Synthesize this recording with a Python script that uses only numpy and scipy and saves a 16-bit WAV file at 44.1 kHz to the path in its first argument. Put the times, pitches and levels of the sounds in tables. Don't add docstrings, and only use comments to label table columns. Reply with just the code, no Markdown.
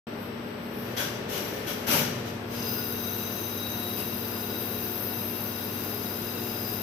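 import sys
import numpy as np
from scipy import signal
from scipy.fft import rfft, irfft
from scipy.io import wavfile
from scipy.ndimage import map_coordinates

SR = 44100
rng = np.random.default_rng(int(sys.argv[2]) if len(sys.argv) > 2 else 0)


def bounce(signal):
    frames = np.transpose(np.atleast_2d(signal))
    limited = np.clip(frames, -1, 1)
    pcm = np.round(limited * 32767).astype(np.int16)
    wavfile.write(sys.argv[1], SR, pcm)


N = 300762
T = np.arange(N) / SR
F = np.maximum(np.arange(N // 2 + 1) * SR / N, 1)

THROB_HZ = 99.9
LAND_S, SETTLE_S = 2.446, 0.22
DIRECT_SHARE = 0.19


def undb(db):
    return 10 ** (np.asarray(db) / 20)


def ramp(start_s, length_s):
    return np.clip((T - start_s) / length_s, 0, 1)


def swell(middle_s, half_s):
    return np.exp(-np.minimum(((T - middle_s) / half_s) ** 2, 50))


def swells(table):
    return sum(undb(db) * swell(s, half) for s, half, db in table)


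def swings(table):
    return sum(db * swell(s, half) for s, half, db in table)


def walk(rate_hz):
    x = irfft(rfft(rng.standard_normal(N)) / (1 + (F / rate_hz) ** 4), N)
    return x / x.std()


def colour(points):
    hz, db = np.transpose(points)
    return undb(np.interp(np.log(F), np.log(hz), db))


def resonance(hz, width_hz):
    skirts = 1 + (np.log2(F / hz) / .2) ** 4
    return 1 / np.sqrt((1 + (2 * (F - hz) / width_hz) ** 2) * skirts)


def modes(table):
    return np.sqrt(sum((undb(db) * resonance(hz, width)) ** 2 / width for hz, width, db in table))


def port_gains():
    # f/Hz, level/dB
    shadow = [(60, -5.5), (110, 0.5), (200, 1.2), (380, 4.5), (700, 2.5), (1290, 5), (2400, 4.5), (3400, 5),
              (4400, 6), (5000, 6.5), (5600, 11), (6200, 7.5), (7300, -0.5), (8400, 0), (10000, 5.5),
              (11000, 7.5), (11600, 12.5), (12700, 17), (13400, 13.5), (14100, 14), (15000, 8.5)]
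    return colour(shadow) ** np.array([[.5], [-.5]])


def turbulence(gain, direct=0, coherent_below_hz=430, port_lag_s=.0008):
    coherence = 1 / (1 + (F / coherent_below_hz) ** 3)
    mid, side = rfft(rng.standard_normal((2, N)))
    left, right = mid * np.sqrt(1 + coherence) + side * np.sqrt(1 - coherence) * np.array([[1], [-1]])
    share = direct * (1 - coherence)
    right = np.sqrt(1 - share ** 2) * right + share * left * np.exp(2j * np.pi * F * port_lag_s)
    x = irfft(np.array([left, right]) * gain * port_gains(), N)
    return x / x.mean(axis=0).std()


def tone(hz):
    gains = port_gains()[:, np.searchsorted(F, np.mean(hz)), None]
    cycles = np.cumsum(hz * np.ones(N)) / SR + rng.random()
    return np.sqrt(2) * np.sin(2 * np.pi * cycles) * gains / gains.mean()


def fans(level_db=-40):
    # f/Hz, relative density/dB
    spectrum = [(25, -52), (43, -21.5), (70, -13.5), (130, -8.5), (200, -6.5), (280, -7.5), (420, -9),
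                (800, -14), (1250, -16), (2770, -22.5), (6000, -36), (7200, -107), (9000, -74),
                (15500, -86)]
    return turbulence(colour(spectrum)) * undb(level_db + 0.06 * walk(2.6))


def machine_hum(chiller_hz=118.1, drone_db=-42.5, mains_db=-45.5, approach_s=2.75):
    # f/Hz, level/dB, loss when far/dB
    motor_tones = [(200.2, -47.5, 2.5), (208.6, -55, 1), (299.6, -53, 4), (403, -57.5, 7), (421, -49, -0.5),
                   (888, -60.5, 4)]
    # multiple, level/dB, loss when far/dB
    harmonics = [(1, -50, 5), (3, -48.5, 14), (4, -54, 6), (5, -55.5, 1), (6, -54, 11), (7, -60, -0.5),
                 (8, -69, 2)]
    # t/s, half length/s, change/dB
    drone_swings = [(1.5, 0.28, -5.5), (1.98, 0.2, 5), (2.702, 0.33, 2.5)]
    speed = 1 + 0.0012 * walk(2.77)
    far = 1 - ramp(0, approach_s)
    lines = motor_tones + [(k * chiller_hz, db, loss) for k, db, loss in harmonics]
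    hum = sum(tone(hz * speed) * undb(db - loss * np.sqrt(far) + 1.8 * walk(3)) for hz, db, loss in lines)
    mains = tone(THROB_HZ) * undb(mains_db - 10.5 * far ** 1.05)
    drone = tone(2 * chiller_hz * speed) * undb(drone_db + swings(drone_swings))
    return hum + mains + drone


def servo_drives(hz=8000, line_db=-69, buzz_db=-73):
    return tone(hz) * undb(line_db) + turbulence(resonance(hz, width_hz=300)) * undb(buzz_db)


def arm(creep_hz=1391, cruise_hz=1786, creep_db=-47, cruise_db=-40, base_hz=119.6):
    # f/Hz, relative density/dB
    gear_spectrum = [(60, -28), (130, 4.5), (200, -5.5), (430, 4), (580, -1), (750, -13), (1500, -9),
                     (3000, -14), (6000, -24.5), (9000, -53)]
    # t/s, half length/s, level/dB
    base_turns = [(.95, 0.51, -48), (2.48, 0.37, -43.5)]
    speed = ramp(0, 0.89) - ramp(2.25, .75)
    hz = creep_hz + (cruise_hz - creep_hz) * speed
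    db = creep_db + (cruise_db - creep_db) * speed ** 6.5
    whine = tone(hz) * undb(-18 + 3 * walk(24))
    mesh = tone(hz / 3) * undb(-13 + 3 * walk(8))
    base = tone(base_hz * (1 + 0.025 * walk(6.1))) * swells(base_turns)
    return (turbulence(colour(gear_spectrum)) + whine + mesh) * undb(db) + base


def free_jet(open_db=-61.5, added_near_db=-67):
    # f/Hz, relative density/dB
    spectrum = [(800, -51), (3000, -8), (5800, 7), (7000, -19), (9000, -28), (10300, 10), (11000, 8),
                (12700, 16), (14000, 10), (15500, 6)]
    # t/s, half length/s, level/dB
    puffs = [(.235, .05, -57), (.495, 0.029, -67), (.655, 0.038, -61), (.80, 0.071, -51), (.9, 0.096, -57)]
    flow = undb(open_db) + swells(puffs) + undb(added_near_db) * ramp(LAND_S, SETTLE_S)
    return turbulence(colour(spectrum)) * flow


def edge_tone(start_s=1.405, peak_s=1.553, end_s=1.615, steady_hz=12420, bend_hz=2400):
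    rise_s, fall_s, fade_s = .085, .055, .015
    rising, falling = ramp(peak_s - rise_s, rise_s), ramp(peak_s, fall_s)
    bend = np.sin(np.pi / 2 * rising) ** 1.5 * np.cos(np.pi / 2 * falling)
    sounding = ramp(start_s, fade_s) - ramp(end_s - fade_s, fade_s)
    db = -49 - 11 * falling + 3 * walk(60)
    hz = (steady_hz + bend_hz * bend) * (1 + .006 * walk(200))
    return tone(hz) * sounding * undb(db)


def hoot(start_s=1.88, from_hz=170, to_hz=114.6, sink_s=0.154, rise_s=0.043, fade_s=.17):
    age = np.maximum(T - start_s, 0)
    hz = to_hz + (from_hz - to_hz) * np.exp(-age / sink_s)
    envelope = ramp(start_s, rise_s) * np.exp(-np.maximum(age - rise_s, 0) / fade_s)
    return tone(hz * (1 + 0.041 * walk(31))) * envelope * undb(-41 + 7 * walk(25))


def ring_on(envelope, t60_s, stored=0.34):
    decay = np.exp(-np.log(1e6) / (t60_s * SR))
    tail = signal.lfilter([1 - decay], [1, -decay], envelope ** 2)
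    return np.sqrt((1 - stored) * envelope ** 2 + stored * tail)


def steel_ring(pitch_spread=.01):
    # f/Hz, width/Hz, relative level/dB
    steel_modes = [(554, 100, -4), (910, 31, -26), (1490, 640, -5), (2240, 250, -6), (2930, 240, -7),
                   (3150, 160, -22), (3890, 130, -13), (4050, 140, -10.5), (4790, 280, -7),
                   (5400, 700, -5.5), (5850, 110, -5.5), (6340, 200, -8)]
    ring = turbulence(modes(steel_modes))
    position = np.cumsum(1 + pitch_spread * walk(14))
    return np.array([map_coordinates(channel, [position], order=2, mode="mirror") for channel in ring])


def edge_bursts(treble_hz=9400, cavity_width_hz=150, rush_lag_s=0.0072):
    # t/s, rise/s, fall/s, level/dB, then, with levels relative to that,
    # rush/dB, treble/dB, lower cavity f/Hz, level/dB, upper cavity f/Hz, level/dB
    edges = [(0.79, 0.12, 0.06, -51, -20, -8, 2920, -17, 4700, -12),
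             (0.965, 0.017, 0.09, -31, -15, -3.5, 1560, -8.5, 3370, -9.5),
             (1.286, 0.068, 0.076, -35, -11, -1, 2920, -18, 3450, -17),
             (1.44, 0.025, 0.61, -49.5, -11, 0, 3020, -17, 3500, -20),
             (1.666, 0.022, 0.059, -38, -4, 1.5, 3000, -18, 3320, -7),
             (1.866, 0.06, 0.085, -25.5, -7, 2, 890, -11.5, 2600, -17),
             (2.247, 0.02, 0.053, -48, -21, -5, 2920, -17, 3300, -19),
             (2.501, 0.044, 0.1, -44.5, -1, 3, 2720, -9, 5270, -19),
             (3.962, 0.038, 0.025, -43, -6, 11, 2710, -4, 4900, -6)]
    # f/Hz, relative density/dB
    hiss_spectrum = [(150, -3), (400, 12.5), (1000, 8.5), (1600, 6.5), (3200, 7.5), (4700, 0.5), (5900, -8),
                     (7200, 1), (9000, -4), (10300, 2.5), (11500, 2), (12600, 6), (14000, 3.5), (15500, -3)]
    # f/Hz, relative density/dB
    rush_spectrum = [(50, -35), (110, -17), (160, 7), (300, 2), (700, -47), (1500, -3.5), (4000, -65)]
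    hiss = turbulence(colour(hiss_spectrum))
    steel = undb(-4.5) * steel_ring()
    body = irfft(rfft(hiss) / (1 + (F / treble_hz) ** 4), N)
    rush = turbulence(colour(rush_spectrum))
    out = 0
    for s, rise, fall, db, rush_db, treble_db, lower_hz, lower_db, upper_hz, upper_db in edges:
        push = np.sqrt(ramp(s, rise)) * np.exp(-np.clip((T - s - rise) / fall, 0, 10) ** 2)
        in_room = ring_on(push, t60_s=0.89)
        brief = ring_on(push, t60_s=0.31)
        in_steel = ring_on(push, t60_s=0.71, stored=0.48)
        cavity = modes([(lower_hz, cavity_width_hz, lower_db), (upper_hz, cavity_width_hz, upper_db)])
        ring = turbulence(cavity) * np.hypot(undb(lower_db), undb(upper_db))
        treble = (hiss - body) * undb(treble_db)
        low = np.interp(T - rush_lag_s, T, in_room) * rush * undb(rush_db)
        out = out + undb(db) * (in_room * body + brief * (treble + ring) + in_steel * steel + low)
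    return out * undb(0.45 * walk(40))


def gas_wash(level_db=-48, surge_db=5):
    # f/Hz, relative density/dB
    spectrum = [(80, -11), (180, -33), (350, 29), (600, -18), (1000, 21), (1500, 1), (2000, 4.5),
                (3200, 11), (4500, 12), (5600, 11), (6400, 5.5), (7000, -81), (9000, -59)]
    return turbulence(colour(spectrum)) * undb(level_db + surge_db * swell(2.56, 0.23))


def airy_tone(hz, width_hz, db, lock_db=-47.5, pitch_pull=.007):
    locked = .9 / (1 + (width_hz / 110) ** 2) / (1 + undb(lock_db - db) ** 3)
    whistle = tone(hz * (1 + pitch_pull * locked) + .3 * width_hz * walk(width_hz / 2))
    breath = turbulence(resonance(hz, width_hz), DIRECT_SHARE)
    return (np.sqrt(locked) * whistle + np.sqrt(1 - locked) * breath) * undb(db)


def workpiece_ring(waver_db=1.04):
    # f/Hz, width/Hz, level/dB
    bands = [(1455, 42.6, -55.5), (2716, 45, -55), (3838, 55, -53.5), (4966, 70, -55), (6110, 83.4, -55.5),
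             (7360, 87, -64.5), (8240, 71, -65), (9540, 75, -66.5), (10560, 150, -62), (11500, 150, -55),
             (12670, 130, -47), (13580, 150, -51), (14880, 200, -50)]
    # t/s, half length/s, f/Hz, rise/dB
    catches = [(2.7, 0.16, 4962, 15.5), (2.643, 0.0915, 6115, 9), (2.727, .2, 14880, 7),
               (2.62, 0.07, 11520, 9), (2.723, 0.2, 2716, 4), (2.8, 0.172, 12670, 3.5),
               (2.85, 0.33, 1455, 5.5), (2.68, 0.051, 3828, 4), (3.05, 0.171, 3828, 7),
               (3.35, 0.198, 3828, 5.5), (3.28, 0.611, 6115, 6.5), (3.5, .3, 11520, 3),
               (3.63, 0.1, 3828, 8), (3.84, 0.117, 3828, 10.5), (4.08, 0.11, 3828, 4.5),
               (4.4, 0.454, 4962, 3), (4.55, 0.22, 3828, 4.5), (4.95, 0.397, 12670, 3),
               (4.85, .35, 14880, 4), (6.103, 0.24, 4962, 5.5), (6.72, 0.263, 4962, 9.5)]
    pitches = np.array(bands)[:, 0]
    out = 0
    for hz, width, db in bands:
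        caught = [(s, half, rise) for s, half, pitch, rise in catches
                  if pitches[np.argmin(abs(pitches - pitch))] == hz]
        out = out + airy_tone(hz, width, db + swings(caught) + waver_db * walk(7.4))
    return out


def table_reflection(direct, strength=.27):
    # t/s, left delay/ms, right delay/ms
    delays = [(2.65, 0.606, 1.144), (2.9, 0.609, 1.095), (3.2, 0.607, 1.119), (3.5, 0.655, 1.152),
              (3.8, 0.644, 1.092), (4.1, 0.642, 1.09), (4.4, 0.654, 1.076), (4.65, 0.694, 1.065),
              (5.0, 0.677, 1.047), (5.3, 0.692, 1.014), (5.7, 0.71, 0.988), (6.0, 0.69, 0.996),
              (6.35, 0.674, 0.959), (6.75, 0.648, 0.957)]
    s, *lags_ms = np.transpose(delays)
    echo = [map_coordinates(channel, [(T - np.interp(T, s, ms) / 1000) * SR], order=3, mode="mirror")
            for channel, ms in zip(direct, lags_ms)]
    return (direct + strength * np.array(echo)) / np.hypot(1, strength)


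def melt(strike_s=2.6, build_s=0.11, sizzle_db=-40, throb_depth=0.29):
    # f/Hz, relative density/dB
    spectrum = [(5000, -18), (7500, -40), (9000, -26), (10200, -0.5), (11000, -0.5), (11550, 3), (12000, 3),
                (12600, 6.5), (13300, 6.5), (14000, 2.5), (14900, 5), (15500, 4)]
    # t/s, half length/s, f/Hz, width/Hz, level/dB
    flare_ups = [(2.72, 0.17, 15100, 900, -42), (2.76, .1, 13350, 400, -51),
                 (3.17, 0.17, 13300, 800, -42.5), (3.96, 0.34, 12100, 900, -46),
                 (4.8, 0.3, 14600, 700, -46), (5.0, 0.59, 12500, 1790, -43.5),
                 (5.95, 0.35, 13100, 600, -50), (6.7, 0.22, 13300, 1200, -44), (6.5, 0.65, 6760, 300, -61)]
    throb = 1 + throb_depth * np.sin(2 * np.pi * THROB_HZ * T)
    spitting = undb(1.5 * walk(740) + 0.9 * walk(7))
    flares = sum(turbulence(resonance(hz, width), DIRECT_SHARE) * undb(db) * swell(s, half)
                 for s, half, hz, width, db in flare_ups)
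    sizzle = turbulence(colour(spectrum), DIRECT_SHARE) * undb(sizzle_db)
    return table_reflection(sizzle + flares) * throb * spitting * ramp(strike_s, build_s)


def scene():
    machinery = fans() + machine_hum() + arm() + servo_drives()
    jet = edge_tone() + free_jet() + edge_bursts() + hoot()
    workpiece = melt() + (gas_wash() + workpiece_ring()) * ramp(LAND_S, SETTLE_S)
    return machinery + jet + workpiece


def record(dry, open_s=.068, cutoff_hz=15480):
    low_pass = signal.ellip(10, .2, 80, cutoff_hz, fs=SR, output="sos")
    return signal.sosfilt(low_pass, dry * ramp(open_s, .002))


dry = scene()
out = record(dry)
bounce(out)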